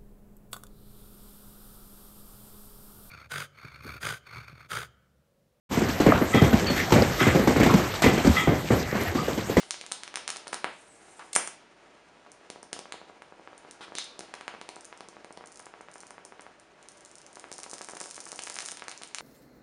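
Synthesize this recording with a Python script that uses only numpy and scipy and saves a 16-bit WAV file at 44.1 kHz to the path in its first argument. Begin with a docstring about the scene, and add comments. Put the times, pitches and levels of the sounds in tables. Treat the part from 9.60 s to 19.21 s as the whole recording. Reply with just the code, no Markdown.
"""A high-voltage arc burns between two wires on a workshop bench, close to a small microphone.
The arc climbs, then strikes again on a shorter path, heating the air in a flash: a dull pop.
Thin sparks tick at the hot wire tip, and between them the flame, a swarm of tiny discharges,
flutters and hisses. The bench and walls echo it all over a steady room murmur."""
import sys
import numpy as np
from scipy import signal
from scipy.fft import rfft, irfft
from scipy.io import wavfile
from scipy.ndimage import uniform_filter1d

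SR = 44100
rng = np.random.default_rng(int(sys.argv[2]) if len(sys.argv) > 2 else 0)


def master_out(mix):
    """Clip the mix to full scale and print it as 16-bit PCM to the path in sys.argv[1]."""
    frames = np.transpose(np.atleast_2d(mix))
    ceiling = np.clip(frames, -1, 1)
    pcm = np.round(ceiling * 32767).astype(np.int16)
    wavfile.write(sys.argv[1], SR, pcm)


N = 423801


def amp(db):
    return 10 ** (np.asarray(db) / 20)


def unit_rms(x):
    return x / np.sqrt(np.mean(x ** 2) + 1e-20)


def curve_at(points, hz):
    point_hz, value = np.transpose(points)
    return np.interp(np.log(hz + 1), np.log(point_hz + 1), value)


def add(mix, start_s, sound):
    part = mix[round(start_s * SR):][:len(sound)]
    part += sound[:len(part)]


def click_of(spectrum, size=2048):
    """A short click with this spectrum; convolving a sound with it gives the sound that tone."""
    log_gain = np.log(amp(curve_at(spectrum, abs(np.fft.fftfreq(size, 1 / SR)))))
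    return np.fft.ifft(np.exp(np.conj(signal.hilbert(log_gain)))).real[:size // 2]


# The tone of the room noise: (frequency [Hz], relative level [dB])
MURMUR_SPECTRUM = [(15, -40), (25, -21.5), (161, -9), (323, -9.5), (395, -7), (532, -18.5), (573, -1),
                   (633, -5.5), (832, -13), (2480, -13.5), (9500, -38), (12400, -64.5), (20900, -120)]
# The tones of the power supply: (frequency [Hz], level [dB])
SUPPLY_TONES = [(49.5, -77.5), (570, -82), (602, -74), (9000, -80)]


def room_murmur(noise_db=-61.5):
    """Steady room noise with the faint hum of the power supply."""
    gain = amp(curve_at(MURMUR_SPECTRUM, np.fft.rfftfreq(N, 1 / SR)))
    noise = irfft(rfft(rng.standard_normal(N)) * gain, N)
    t = np.arange(N) / SR
    hum = sum(np.sqrt(2) * amp(db) * np.sin(2 * np.pi * (hz * t + rng.random()))
              for hz, db in SUPPLY_TONES)
    return amp(noise_db) * unit_rms(noise) + hum


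# Single echoes from the bench and near walls: (delay [ms], level [dB])
NEAR_ECHOES = [(2.35, -18), (4.4, -22), (5.4, -19), (6.2, -17), (10.3, -19), (11.5, -21)]
# How long the room rings: (frequency [Hz], time to fade by 60 dB [s])
ROOM_FADE = [(200, 0.38), (600, 0.36), (1400, 0.33), (3700, 0.54), (8000, 0.25), (11000, 0.28)]


def room_echoes(sound, tail_db=-5.5, build_up_s=0.0061):
    """The bench and walls throw sound back: a few clear echoes and a fading tail of many more."""
    taps = np.zeros(SR)
    slots = np.arange(100, SR - 20, 20)  # one reflection somewhere in every 20 samples
    taps[slots + rng.integers(0, 20, len(slots))] = rng.choice([-1., 1.], len(slots))
    hz, t, bands = signal.stft(taps, SR, nperseg=256)
    fade = amp(-60 * t / curve_at(ROOM_FADE, hz)[:, None])
    tail = signal.istft(bands * fade, SR, nperseg=256)[1]
    tail *= 1 - np.exp(-np.arange(len(tail)) / SR / build_up_s)
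    response = amp(tail_db) * tail / np.linalg.norm(tail)
    for ms, db in NEAR_ECHOES:
        add(response, ms / 1000, amp([db]))
    return signal.fftconvolve(sound, response)[:N]


# How loud the flame is: (time [s], flutter level [dB], sizzle level [dB])
FLAME_LEVELS = [(0, -58.5, -51), (.95, -54.5, -76), (1.12, -62.5, -56), (1.44, -56, -56),
                (1.5, -57.5, -52.5), (1.7, -56.5, -57), (2.0, -58.5, -80.5), (3.3, -58.5, -95),
                (4.1, -57, -90), (4.8, -56, -68), (5.8, -59, -80), (7.1, -60, -86), (7.85, -58.5, -63),
                (7.95, -58, -64), (9.0, -56.5, -71), (9.2, -57.5, -68), (9.61, -59, -66)]
# The tone of the low flutter and of the high sizzle: (frequency [Hz], relative level [dB])
FLUTTER_SPECTRUM = [(100, -17.5), (300, -2), (700, -1.5), (1500, -5), (3000, -12.5), (6000, -21.5)]
SIZZLE_SPECTRUM = [(2500, -21.5), (5000, -13.5), (7000, -6), (8000, 0.5), (9200, 2), (11000, -2.5)]


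def flame(size_spread_db=1.5, flicker_db=1.7):
    """A swarm of tiny discharges of uneven size: slow ones flutter, fast ones sizzle."""
    times, flutter_db, sizzle_db = np.transpose(FLAME_LEVELS)
    t, out = np.arange(N) / SR, np.zeros(N)
    for spectrum, db, per_s in ((FLUTTER_SPECTRUM, flutter_db, 4000), (SIZZLE_SPECTRUM, sizzle_db, 8000)):
        sizes = amp(size_spread_db * np.minimum(rng.exponential(1, N), 6))
        fires = rng.random(N) < per_s / SR
        swarm = signal.oaconvolve(sizes * fires * rng.choice([-1, 1], N), click_of(spectrum))[:N]
        flicker = unit_rms(uniform_filter1d(uniform_filter1d(rng.standard_normal(N), 600), 600))
        out += amp(np.interp(t, times, db) + flicker_db * flicker) * unit_rms(swarm)
    return out


# The fading tail of a spark at the very start, short hisses, and the bright ring of the loudest snap:
# (time [s], rise and fall time [ms], hold time [ms], band level [dB], filter centre [Hz],
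# filter width [Hz], sizzle level [dB])
NOISE_BURSTS = [(0, 0.8, 40, -46.5, 3000, 5100, -70), (1.285, 10.5, 74, -58, 8040, 60.4, -80),
                (1.592, 3.8, 5.5, -38.5, 905, 884, -52.5), (1.6, 4.3, 23, -46.5, 1300, 1245, -67.5),
                (1.7305, 0.26, 4, -40, 2200, 2540, -22), (1.736, 1, 14, -52, 7060, 696, -54),
                (1.7506, 1.8, 9.7, -33, 2530, 2050, -15.5), (1.7623, .3, .8, -7.5, 9200, 1000, -40),
                (4.208, 1.7, 41, -48.5, 3260, 1980, -52), (4.209, 1.8, 36, -47.5, 1100, 1210, -80),
                (4.355, 14, 54, -42.5, 3880, 2560, -69), (4.366, 8, 36, -39.5, 3700, 600, -80)]


def noise_bursts():
    """A band of noise and a high sizzle swell together, hold and fall away."""
    out, length = np.zeros(N), SR // 8
    t_ms = 1000 * np.arange(length) / SR
    for start_s, rise_ms, hold_ms, db, hz, width_hz, sizzle_db in NOISE_BURSTS:
        peak = signal.iirpeak(hz, hz / width_hz, SR)
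        # Both noises are reversed, so the burst does not begin with the filters still warming up.
        band = signal.lfilter(*peak, signal.lfilter(*peak, rng.standard_normal(length)))[::-1]
        sizzle = signal.oaconvolve(rng.standard_normal(length), click_of(SIZZLE_SPECTRUM))[:length][::-1]
        swell = np.interp(t_ms, np.cumsum([0, rise_ms, hold_ms, rise_ms]), [0, 1, 0.9, 0.014])
        on = swell > 0
        burst = amp(db) * unit_rms(band[on]) + amp(sizzle_db) * unit_rms(sizzle[on])
        add(out, start_s, burst * swell[on])
    return out


# Spells of small sparks: (start [s], end [s], rate [sparks per s], usual treble peak [dB])
SPITTING_SPELLS = [(5.9, 6.05, 31, -37), (6.29, 6.51, 32, -39), (7.29, 7.9, 21, -41.5),
                   (7.92, 8.34, 63, -31), (8.336, 8.8, 70, -31.5), (8.8, 9.13, 80, -28),
                   (9.191, 9.5, 28, -33)]


def spitting_sparks(slot_s=0.005, spread_db=3.5, body_db=-17, body_spread_db=4):
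    """The hot wire tip spits at random, at most once a time slot. Returns rows for spark_ticks."""
    slots = np.arange(0, N / SR, slot_s)
    when, chance = rng.random((len(slots), 2)).T
    size, body = rng.standard_normal((len(slots), 2)).T
    times, rows = slots + slot_s * when, []
    for start, end, per_s, db in SPITTING_SPELLS:
        fires = (times > start) & (times < end) & (chance < per_s * slot_s)
        sparks = np.transpose([times, db + spread_db * size, body_db + body_spread_db * body])
        rows += list(sparks[fires])
    return rows


# Thin sparks that stand out: (time [s], treble peak [dB], body level relative to the treble [dB])
CLEAR_SPARKS = [(0.0014, -28.5, -1), (0.1084, -12.5, -3), (0.2128, -26.5, 4), (0.2644, -27, -1),
                (0.3161, -27, -19), (0.3204, -12, -6), (0.4348, -25, 2), (0.4784, -32, -14),
                (0.5418, -33, -12), (0.5576, -16, 1), (0.5725, -25, -11), (0.6784, -15, -0.5),
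                (0.692, -25, -21), (0.7034, -14, -5), (0.7613, -30.5, 5.5), (0.7692, -24, -10),
                (0.8725, -32.5, 2), (0.88, -25, -4), (0.9285, -26, -9), (0.9326, -21.5, -22),
                (0.939, -29, 0), (0.9437, -16, -2.5), (1.0442, -23.5, -25), (1.5946, -38.5, 3.5),
                (1.7627, -6.5, -25), (1.8751, -17.5, -20), (2.7182, -31.5, -21), (2.9018, -25.5, 0),
                (3.0297, -31, -16), (3.1304, -17, -2), (3.1915, -25.5, -1), (3.3234, -24.5, -5.5),
                (3.6225, -40, -14), (3.9793, -34.5, -23), (4.1111, -30.5, -6.5), (4.353, -22.5, 1.5),
                (4.385, -16, -20), (4.443, -30, -13), (4.5926, -24.5, -6.5), (4.6071, -30, 2),
                (4.7408, -29.5, -0.5), (4.7526, -32, -9), (4.8108, -35.5, -7), (4.8804, -31.5, -5),
                (5.0141, -33, 2), (5.0906, -25, -1), (5.1597, -31.5, -9), (5.2092, -31.5, -17),
                (5.2466, -33, -8), (5.2528, -28.5, -21), (5.3755, -35.5, -28), (5.4071, -37, 3),
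                (5.4867, -30, -14), (5.646, -38, 2.5), (5.7259, -35, -22), (5.774, -39, 7),
                (5.8595, -35, -20), (5.8731, -35.5, -12), (5.9248, -36, -13), (5.9446, -39, -19),
                (5.9733, -32.5, -19), (6.0575, -32, -19), (6.2124, -38, -24), (6.3404, -33, -19),
                (6.3819, -35.5, -17), (6.405, -30.5, -15), (6.4687, -34, -18), (6.5067, -33.5, -19),
                (6.651, -27.5, -20), (6.809, -35.5, -15), (6.82, -35, -18), (6.9986, -36.5, -20),
                (7.228, -38, -6.5), (7.2867, -25.5, -16), (7.375, -42, -16), (7.4499, -32.5, -16),
                (7.4597, -35, -12), (7.5145, -35.5, -18), (7.5552, -30.5, -14), (7.5836, -32.5, -14),
                (7.6168, -32, -13), (7.665, -31.5, -14), (7.7302, -36.5, -13), (7.7566, -30, -12),
                (7.7967, -28, -10), (7.9165, -26.5, -6), (7.9273, -24, -14), (7.9383, -29, -19),
                (7.962, -35, -23), (8.0012, -29, -11), (8.0333, -22, -12), (8.0405, -29.5, -1),
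                (8.0976, -29, -18), (8.1354, -26, -9), (8.1827, -28.5, -5.5), (8.2165, -24.5, -4.5),
                (8.2461, -25.5, -11), (8.2881, -27, -13), (8.3522, -29.5, -9), (8.3717, -26, -11),
                (8.403, -20, -13), (8.4134, -22, -13), (8.4402, -29, -5), (8.4586, -27, -22),
                (8.4933, -37, -12), (8.5108, -23, -11), (8.559, -27.5, -21), (8.565, -32, -3),
                (8.6043, -23.5, -11), (8.6552, -25, -26), (8.689, -28.5, -15), (8.7186, -20.5, -7.5),
                (8.7595, -26, -22), (8.7816, -34, -13), (8.7914, -30, 10.5), (8.7937, -23, -15),
                (8.8366, -20, -10), (8.8688, -22, -10), (8.8989, -19, -9), (8.9244, -28, -19),
                (8.9567, -21, -11), (8.988, -18, -20), (9.0046, -24.5, 1.5), (9.022, -27, -7),
                (9.0605, -19, -12), (9.0867, -21.5, -2), (9.1175, -28.5, 1), (9.172, -26, -4),
                (9.1957, -33, 2), (9.2826, -27, 8.5), (9.295, -28, -21), (9.3149, -27, -0.5),
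                (9.3769, -27.5, -21), (9.4204, -31, 1.5), (9.4345, -25.5, -2), (9.4483, -37, -16),
                (9.4872, -40, -17), (9.5471, -19, -2.5), (9.5851, -23.5, 4)]
# The tone of a tick's bright treble and of its lower body: (frequency [Hz], relative level [dB])
TICK_TREBLE = [(1500, -53), (4200, -16.5), (5200, -4.5), (6300, -3), (8000, 0), (9500, 5), (10800, -3.5),
               (12000, -9)]
TICK_BODY = [(300, -17.5), (1200, 0.5), (2500, 1), (4500, -1.5), (7000, -31.5), (12000, -32.5)]


def spark_ticks(sparks, scatter_s=0.0013, after_click_gain=0.45):
    """Each spark is one sharp click with five weaker ones of random sign just after it."""
    times, treble_db, body_db = np.transpose(sparks)
    when, size = rng.random((len(times), 6, 2)).T
    when[0] = 0  # the main click comes right on time
    at = np.minimum(np.round((times + scatter_s * when) * SR).astype(int), N - 1)
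    after_clicks = after_click_gain * (2 * size[1:] - 1) * (1 - when[1:])
    strengths = np.vstack([np.ones(len(times)), after_clicks])
    out = np.zeros(N)
    for spectrum, db in ((TICK_TREBLE, treble_db), (TICK_BODY, treble_db + body_db)):
        click = click_of(spectrum)
        heard_peak = abs(signal.hilbert(np.convolve(click, click_of(OVERALL_TONE)))).max()
        spikes = np.bincount(at.ravel(), (amp(db) * strengths).ravel(), N)
        out += signal.oaconvolve(spikes, click / heard_peak)[:N]
    return out


# The arc strikes again on a shorter path: (time [s], relative level [dB], length of the push [ms])
ARC_STRIKES = [(0.0322, -33, 0.32), (0.143, -23, 0.2), (0.2133, -30.5, 0.34), (0.24, -31, 0.25),
               (0.3166, -23, 0.27), (0.3203, -37, 0.46), (0.4782, -22, 0.16), (0.542, -23.5, 0.26),
               (0.5719, -19, 0.25), (0.6914, -18.5, 0.21), (0.7019, -22, 0.17), (0.7616, -30.5, 0.36),
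               (0.8704, -26, 0.34), (0.9308, -14, 0.29), (0.944, -19, 0.2), (1.0444, -8.5, 0.29),
               (1.7628, -4.5, 0.26), (1.858, -39, 0.36), (1.8757, -23, 0.29), (2.6644, -35.5, 0.43),
               (2.9023, -29.5, 0.6), (2.9604, -33.0, 0.54), (3.031, -33, 0.5), (3.1302, -28, 0.68),
               (3.1654, -31, 0.6), (3.192, -28, 0.51), (3.2566, -30.0, 0.41), (3.3233, -17.5, 0.18),
               (3.3427, -29, 0.55), (3.4158, -32, 0.49), (3.4985, -35.5, 0.6), (3.6213, -28.5, 0.3),
               (3.724, -33.0, 0.52), (3.797, -36, 0.59), (3.8753, -28, 0.36), (3.9314, -33.5, 0.49),
               (4.0498, -34, 0.54), (4.209, -33.5, 0.53), (4.2818, -33.5, 0.54), (4.3219, -28.5, 0.51),
               (4.3535, -29, 0.54), (4.385, -14.5, 0.15), (4.5932, -29, 0.66), (4.6088, -35, 0.78),
               (4.7398, -21, 0.27), (4.811, -26, 0.28), (4.8802, -16, 0.25), (4.9404, -28.5, 0.38),
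               (4.9493, -28, 0.39), (5.0146, -25, 0.34), (5.0905, -29.5, 0.5), (5.166, -29.5, 0.45),
               (5.3274, -27, 0.29), (5.4076, -27, 0.4), (5.4878, -37.5, 0.67), (5.5682, -31.5, 0.44),
               (5.6468, -31.5, 0.56), (5.7076, -32, 0.52), (5.7753, -31, 0.59), (5.81, -33, 0.52),
               (5.8404, -30.5, 0.38), (5.9986, -31.5, 0.35), (6.0677, -30, 0.37), (6.1394, -29.5, 0.38),
               (6.209, -30, 0.41), (6.286, -30.5, 0.34), (6.3577, -30.5, 0.39), (6.434, -31.5, 0.34),
               (6.5078, -29.5, 0.34), (6.5815, -30, 0.37), (6.653, -38, 0.54), (6.7233, -30.5, 0.39),
               (6.7955, -29, 0.34), (6.8662, -30, 0.37), (7.7709, -30, 0.42), (7.8422, -26.5, 0.31),
               (7.9172, -30, 0.54), (7.9892, -30.5, 0.44), (8.0638, -29.5, 0.43), (8.1326, -28, 0.57),
               (8.2113, -26.5, 0.42), (8.287, -25.5, 0.32), (8.2961, -30.5, 0.39), (8.3355, -29, 0.56),
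               (8.369, -26.5, 0.28), (8.4086, -28, 0.33), (8.414, -27.5, 0.49), (8.4595, -32, 0.39),
               (8.58, -27, 0.36), (8.6668, -29, 0.32), (8.7294, -28.5, 0.46), (8.7914, -30, 0.47),
               (8.873, -20.5, 0.21), (8.902, -28, 0.32), (8.966, -22.5, 0.23), (8.988, -16, 0.16),
               (9.0298, -31.5, 0.43), (9.1238, -35.5, 0.55), (9.2224, -21.5, 0.26), (9.2829, -19.5, 0.16),
               (9.3243, -29, 0.18), (9.416, -33, 0.47), (9.6079, -26, 0.34)]


def arc_pops(gain_db=-5.5):
    """Each strike heats the air in a flash: a push of pressure, then a longer and weaker pull."""
    out = np.zeros(N)
    for time_s, db, push_ms in ARC_STRIKES:
        push_s = push_ms / 1000
        u = 4 * np.arange(400) / (push_s * SR)  # scaled time: push turns to pull at u = 4
        pressure = (4 - u) * u ** 3 * np.exp(-u)  # the slope of the heat curve u^4 exp(-u)
        add(out, time_s - push_s, amp(db + gain_db) * pressure)
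    return out


def scene():
    """The arc, its echoes and the room murmur, in one channel."""
    arc = spark_ticks(CLEAR_SPARKS + spitting_sparks()) + arc_pops() + noise_bursts() + flame()
    return (arc + room_echoes(arc) + room_murmur())[None]


# The overall tone of the sound, with a faint airy top on the ticks: (frequency [Hz], gain [dB])
OVERALL_TONE = [(15, -12.5), (150, 0.5), (3600, -2.5), (6300, 0.5), (7500, -1.5), (7900, -7.5), (8300, -4),
                (9300, -5), (10300, -11), (11300, -20), (11800, -21.5), (13000, -7.5)]


def record(dry):
    """Give the sound its overall tone, then turn the highest treble far down."""
    coloured = signal.oaconvolve(dry, click_of(OVERALL_TONE)[None])[:, :N]
    low_pass = signal.firwin(127, cutoff=11520, window=("kaiser", 1.5), fs=SR)
    return signal.oaconvolve(coloured, low_pass[None], "same")


dry = scene()
out = record(dry)
master_out(out)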